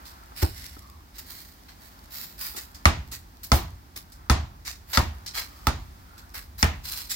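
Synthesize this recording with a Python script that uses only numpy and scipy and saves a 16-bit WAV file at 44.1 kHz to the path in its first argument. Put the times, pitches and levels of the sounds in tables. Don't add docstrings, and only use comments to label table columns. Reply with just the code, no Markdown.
import sys
import numpy as np
from scipy import signal
from scipy.fft import rfft, irfft
from scipy.io import wavfile

SR = 44100
rng = np.random.default_rng(int(sys.argv[2]) if len(sys.argv) > 2 else 0)


def bounce(signal):
    frames = np.transpose(np.atleast_2d(signal))
    limited = np.clip(frames, -1, 1)
    pcm = np.round(limited * 32767).astype(np.int16)
    wavfile.write(sys.argv[1], SR, pcm)


N = 315315
TIME = np.arange(N) / SR
AGE = np.arange(SR) / SR

# frequency in Hz, level in dB.
GRIT_SPECTRUM = [(200, -26), (600, -13.5), (1100, -4), (2000, 1), (3000, -2.5), (4200, 7), (5300, 7),
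                 (6300, 1), (7300, 4), (9500, -2), (12000, 4), (14500, 6.5), (16000, 2)]


def from_db(db):
    return 10 ** (np.asarray(db) / 20)


def rms_one(x):
    return x / np.sqrt(np.mean(x ** 2) + 1e-20)


def fade(t60, age=AGE):
    return np.exp(-np.log(1000) * np.maximum(age, 0) / t60)


def waver(per_s):
    knots = rng.standard_normal(200)
    return np.interp(TIME * per_s, np.arange(len(knots)), knots)


def at_hz(points, hz):
    f, value = np.transpose(points)
    return np.interp(np.log(np.maximum(hz, 1)), np.log(f), value)


def passband(x, hz, kind, order=2):
    return signal.sosfilt(signal.butter(order, hz, kind, fs=SR, output="sos"), x + 1e-18)


def colour(x, spectrum, size=8192):
    gain = rms_one(from_db(at_hz(spectrum, np.fft.rfftfreq(size, 1 / SR))))
    cepstrum = irfft(np.log(gain))
    cepstrum[1:size // 2] *= 2
    cepstrum[size // 2 + 1:] = 0
    impulse = irfft(np.exp(rfft(cepstrum)))
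    return signal.fftconvolve(x, impulse[None], axes=1)[:, :x.shape[1]]


def pair_noise(apart, size=SR):
    return np.sqrt(1 - apart) * rng.standard_normal(size) + np.sqrt(apart) * rng.standard_normal((2, size))


def burst(t60, apart):
    noise = pair_noise(apart) * fade(t60)
    return noise / np.sqrt(np.sum(noise ** 2) / 2)


def add(out, s, sound):
    start = min(max(round(s * SR), 0), out.shape[1])
    part = sound[..., :out.shape[1] - start]
    out[:, start:start + part.shape[-1]] += part


def aimed(sound, s, pan_db=0):
    # time in seconds, lead of the left microphone in ms.
    left_lead = [(2.2, .46), (2.8, .19), (4.3, .2), (5.3, .02), (6.6, .22)]
    lag = round(np.interp(s, *np.transpose(left_lead)) * SR / 1000)
    left, right = sound * from_db([[pan_db / 2], [-pan_db / 2]])
    return np.array([left, np.pad(right, (lag, 0))[:len(right)]])


def neighbourhood():
    # time in seconds, level in dB.
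    rumble_levels = [(0.0, -55.5), (0.52, -51.5), (1.65, -56), (2.85, -54.5), (6.83, -48.5), (7.15, -58)]
    hiss_levels = [(0, 2.5), (1, -1), (2, 1.5), (3.3, -1), (4.55, -2.5), (5.55, 2.5), (6, 0.5), (6.55, -1),
                   (7.15, 2)]
    # frequency in Hz, level in dB.
    rumble_spectrum = [(20, -21), (32, -9.5), (48, 5.5), (70, 4), (100, -4.5), (135, -14.5), (200, -19.5),
                       (500, -53)]
    air_spectrum = [(88, -15.5), (150, 0.5), (264, 0), (348, -3.5), (466, -12), (821, -7), (1450, -17),
                    (1790, -12.5), (2870, -17.5), (4950, -14.5), (6020, -18.5), (9440, -23.5),
                    (15100, -17.5), (16000, -19)]
    swell = from_db(np.interp(TIME, *np.transpose(rumble_levels)) + 2.5)
    rumble = swell * colour(pair_noise(0.014, size=N), rumble_spectrum)
    low_air = passband(pair_noise(0.18, size=N), 333, "low", order=1)
    hiss = passband(pair_noise(1.0, size=N), 430, "high", order=1)
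    hiss *= from_db(np.interp(TIME, *np.transpose(hiss_levels)))
    return rumble + from_db(-54) * colour(low_air + hiss, air_spectrum)


def far_wash(left_lead_s=.00045):
    left, right = rms_one(passband(pair_noise(0.21, size=N), (830, 1500), "band"))
    swell = from_db(-58.5 + 4.5 * waver(per_s=2.53))
    return swell * np.array([left, np.roll(right, round(left_lead_s * SR))])


def far_tones(length_s=.25, width_hz=95):
    # start in seconds, first pitch in Hz, last pitch in Hz, level in dB.
    glides = [(0.097, 1344, 1330, -63.5), (0.781, 1186, 1074, -57.5), (5.475, 1240, 1225, -58),
              (6.04, 1346, 1457, -59.5)]
    out = np.zeros((2, N))
    progress = np.minimum(AGE / length_s, 1)
    arch = np.sqrt(np.abs(np.sin(np.pi * progress)))
    for s, start_hz, end_hz, db in glides:
        phase = 2 * np.pi * np.cumsum(start_hz + (end_hz - start_hz) * progress) / SR
        blurred = rms_one(passband(pair_noise(0.95), width_hz, "low") * np.sin(phase))
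        add(out, s, from_db(db) * blurred * arch)
    return out


def boom(hz=86.7):
    bass = rms_one(passband(pair_noise(0.015), [hz / 1.6, hz * 1.14], "band"))
    return bass * fade(1.23) * (1 - fade(0.26))


def yard_tail(build_s, apart_hz):
    # frequency in Hz, t60 in seconds.
    decay_times = [(60, 0.43), (150, 0.44), (400, 0.22), (1000, 0.4), (2500, 0.33), (5000, 0.36),
                   (9000, 0.16), (15000, 0.13)]
    # frequency in Hz, level in dB.
    yard_spectrum = [(45, 1.5), (75, 16), (120, 3), (240, 0), (330, 0.5), (480, -5.5), (750, -1.5),
                     (1200, -6.5), (1550, -9), (2000, -5), (3500, -11.5), (4900, -13), (8500, -17.5),
                     (16000, -19.5)]
    out = np.zeros((2, SR))
    edges = np.geomspace(30, 17000, 16)
    for low, high in zip(edges, edges[1:]):
        hz = np.sqrt(low * high)
        noise = pair_noise(apart=hz ** 2 / (hz ** 2 + apart_hz ** 2))
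        out += passband(noise, [low, high], "band") * fade(at_hz(decay_times, hz))
    return colour(out * (1 - np.exp(-AGE / build_s)), yard_spectrum)


def crunch(rise, length, t60, weight_db, sizzle_db, grains_per_s=5500, rub_db=-3):
    pressure = np.minimum(AGE / rise, 1) * fade(t60, AGE - length)
    sizes = from_db(3.6 * np.minimum(rng.exponential(1, SR), 4.5))
    clumps = from_db(2.5 * waver(per_s=110)[:SR])
    cracks = rng.random(SR) < grains_per_s / SR
    grains = rms_one(cracks * sizes * clumps * pair_noise(0.89))
    noise = rms_one(grains + from_db(rub_db) * pair_noise(0.97)) * pressure
    hz = np.geomspace(200, 16000, 90)
    ripple_db = rng.normal(0, 2.7, len(hz))
    shelves_db = weight_db / (1 + (hz / 3000) ** 2) + sizzle_db / (1 + (10000 / hz) ** 6)
    tone_db = at_hz(GRIT_SPECTRUM, hz) + ripple_db + shelves_db
    return colour(noise, np.column_stack([hz, tone_db]))


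def footwork(settle_s=0.4):
    # start and length in seconds, level and sizzle in dB.
    leaf_steps = [(0.046, 0.029, -43.5, 0), (0.351, 0.084, -35, 2.5), (0.498, 0.17, -43, 0),
                  (1.136, 0.051, -46.5, -1), (1.239, 0.14, -41.5, 4), (1.776, 0.09, -49.5, 5.5),
                  (2.097, 0.11, -36, 5.5), (2.375, 0.091, -30.5, 5.5), (2.558, 0.021, -32.5, 2)]
    # start, rise and length in seconds, level, weight and sizzle in dB.
    scuffs = [(1.181, 0.0016, 0.0045, -33.5, 4, 2), (1.683, 0.0027, 0.013, -46.5, 18, -5),
              (2.742, .006, .008, -41, -3, -5), (3.112, 0.0089, 0.033, -36, 5, 0),
              (3.429, 0.011, 0.011, -32, -5, 1.5), (3.525, 0.02, 0.039, -30.5, -14, 4),
              (3.958, 0.0046, 0.0054, -34, 8, 1.5), (4.119, .002, .004, -45, -25, -12),
              (4.647, 0.018, 0.052, -34.5, 6, -9), (4.869, 0.057, .1, -37, 19, 10.5),
              (4.928, 0.0069, 0.031, -24, 16, -3), (5.261, 0.0023, 0.02, -35, -10, -22),
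              (5.333, 0.045, 0.054, -27, 14, -2), (5.47, .01, 0.19, -56, 8, 0),
              (6.177, 0.0024, .008, -46.5, 13, 0), (6.337, 0.011, 0.045, -36.5, 20, 5.5),
              (6.578, 0.01, 0.051, -36, 12, 6.5), (6.831, 0.028, 0.17, -34.5, 4.5, 0.5),
              (7.091, 0.017, 0.026, -25.5, -1.5, -4)]
    # start in seconds, level in dB.
    snaps = [(0.6644, -15), (0.792, -21), (0.899, -24), (1.367, -25), (5.265, -12), (5.6695, 2.5),
             (6.8959, -12), (6.9217, -5)]
    out = np.zeros((2, N))
    for s, length, db, sizzle_db in leaf_steps:
        step = crunch(.5 * length, length, t60=0.18 + 2.94 * length, weight_db=9, sizzle_db=sizzle_db)
        add(out, s, aimed(from_db(db) * step, s, pan_db=-1.5))
    for s, rise, length, db, weight_db, sizzle_db in scuffs:
        step = crunch(rise, length, 0.17 + 1.25 * length, weight_db, sizzle_db)
        add(out, s, aimed(from_db(db) * step, s, pan_db=-1.0))
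    for s, db in snaps:
        snap = colour(burst(t60=0.0094, apart=0.41), GRIT_SPECTRUM)
        add(out, s, aimed(from_db(db) * snap, s))
    for s, *_ in leaf_steps + scuffs:
        for delay in rng.uniform(0, settle_s, size=3):
            tick_db = rng.normal(-31.5, 1.4)
            tick = colour(burst(t60=0.0055, apart=0.73), GRIT_SPECTRUM)
            add(out, s + delay, aimed(from_db(tick_db) * tick, s))
    return out


def thump(hz, t60, rise):
    return np.sin(2 * np.pi * hz * AGE) * fade(t60) * (1 - np.exp(-AGE / rise)) * np.ones((2, 1))


def ball_ring():
    # frequency in Hz, level in dB, t60 in seconds.
    air_modes = [(826, -6, 0.098), (1045, -15, 0.033), (1301, 6.5, 0.035), (1520, -32, 0.09),
                 (1834, -14, 0.26), (2270, -12, 0.047), (2740, -34, 0.79), (3510, -8, 0.06),
                 (4200, -37, .24), (4730, -34, 0.073), (4770, -21, 0.2)]
    out = np.zeros((2, SR))
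    for hz, db, t60 in air_modes:
        phase = rng.uniform(0, 2 * np.pi) + rng.normal(0, .5, (2, 1))
        strength = from_db(db + rng.normal(0, 2.5))
        out += strength * np.sin(2 * np.pi * hz * AGE + phase) * fade(t60)
    return out


def shell_knock(shell_hz):
    broad = passband(burst(t60=.12, apart=0.86), [650, 1450], "band")
    narrow = passband(burst(t60=0.14, apart=0.3), [shell_hz / 1.118, shell_hz * 1.02], "band")
    return broad + from_db(2) * narrow


def soft_contacts(lawn_s=.424):
    # levels of thump, earth and crushed leaves in dB.
    lawn_levels = (-2.5, -23, -25)
    # frequency in Hz, level in dB.
    dull_spectrum = [(60, 1.5), (150, -25), (210, -6), (370, 2), (520, -10.5), (850, -5), (1500, -15),
                     (3000, -38), (9000, -34)]
    # start in seconds, level in dB.
    pats = [(.32, -46.5), (.766, -45), (2.546, -40.5), (2.576, -41), (3.12, -44.5), (3.961, -47)]
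    thump_db, earth_db, leaves_db = lawn_levels
    out = np.zeros((2, N))
    low = aimed(from_db(thump_db) * thump(hz=72, t60=0.059, rise=0.0039), lawn_s)
    add(out, lawn_s + 0.0037, low)
    add(out, lawn_s + 0.015, from_db(-6.5) * low)
    earth = colour(pair_noise(0.25) * fade(0.18) * (1 - fade(0.005)), dull_spectrum)
    add(out, lawn_s, aimed(from_db(earth_db) * earth, lawn_s))
    tail = passband(yard_tail(build_s=0.016, apart_hz=600), 130, "low")
    add(out, lawn_s, from_db(-28) * tail + from_db(-42.5) * boom())
    leaves = crunch(rise=0.014, length=0.019, t60=0.029, weight_db=16.5, sizzle_db=4)
    add(out, lawn_s - .011, aimed(from_db(leaves_db) * leaves, lawn_s))
    for s, db in pats:
        pat = colour(pair_noise(0.31) * fade(0.088), dull_spectrum) + from_db(-4.5) * ball_ring()
        add(out, s, aimed(from_db(db) * pat, s))
    return out


def dribble(far_house_s=.13):
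    # start in seconds, strength, hardness and knock in dB,
    # shell pitch in Hz, left over right in dB, delay of the wall echo in seconds.
    bounces = [(2.855, -17.5, 0.5, 1, 1230, 0.5, 0.014), (3.518, -17, -4.5, 1, 797, -1, 0.017),
               (4.298, -18.5, -2.5, -0.5, 1040, 1.5, .017), (4.9733, -20.5, -1, 5.5, 1020, 4, 0.017),
               (5.67, -23, -4, 0.5, 1450, -5.5, .018), (6.628, -20.5, 2, -1, 1370, 6.5, .016)]
    # frequency in Hz, level in dB.
    slap_spectrum = [(150, -5), (450, -2), (800, 0.5), (1300, -5.5), (1900, 8.5), (2700, -1), (3600, -13.5),
                     (4200, 4), (5200, 1), (6500, -7.5), (9000, -12), (16000, -23)]
    low = from_db(14.5) * thump(hz=76, t60=.062, rise=.002)
    hollow = thump(hz=190.6, t60=0.1, rise=0.011) - thump(hz=246.5, t60=0.088, rise=0.001)
    out = np.zeros((2, N))
    for s, db, hard_db, knock_db, shell_hz, pan_db, wall_s in bounces:
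        slap = from_db(30.5 + hard_db) * colour(burst(t60=.004, apart=.25), slap_spectrum)
        knock = from_db(38 + knock_db) * shell_knock(shell_hz)
        ring = from_db(knock_db) * ball_ring()
        flattening = from_db(24.5 + hard_db) * colour(burst(t60=0.0035, apart=0.99), slap_spectrum)
        hit = np.zeros((2, SR))
        add(hit, 0, aimed(slap + knock + from_db(-1.5) * hollow + ring, s, pan_db))
        add(hit, .003, aimed(flattening, s))
        add(hit, .0045, aimed(low, s))
        add(hit, wall_s, from_db(-16.5) * slap[::-1] + from_db(-14.0) * knock[::-1])
        add(hit, wall_s + 0.0032, from_db(-3.0) * low)
        add(hit, .004, yard_tail(build_s=0.00037, apart_hz=404) + from_db(-18) * boom())
        note = passband(burst(t60=0.22, apart=1.0), [shell_hz / 1.1, shell_hz * 1.12], "band")
        add(hit, wall_s, from_db(32.5 + knock_db) * note)
        add(hit, far_house_s, from_db(-20) * low)
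        add(hit, far_house_s + wall_s, from_db(-23) * low)
        bite = [(1300, 0.028), (1800, hard_db), (2600, hard_db), (3800, 0)]
        add(out, s, from_db(db) * colour(hit, bite))
    return out


def scene():
    player = dribble() + soft_contacts() + footwork()
    background = far_tones() + far_wash() + neighbourhood()
    return (player + background) * from_db([[-.4], [.4]])


def record(dry):
    ceiling, cutoff_hz = 1.6, 16000
    rounded = ceiling * np.tanh(passband(dry, 23.0, "high", order=4) / ceiling)
    return signal.sosfilt(signal.ellip(10, .2, 80, cutoff_hz, fs=SR, output="sos"), rounded)


dry = scene()
out = record(dry)
bounce(out)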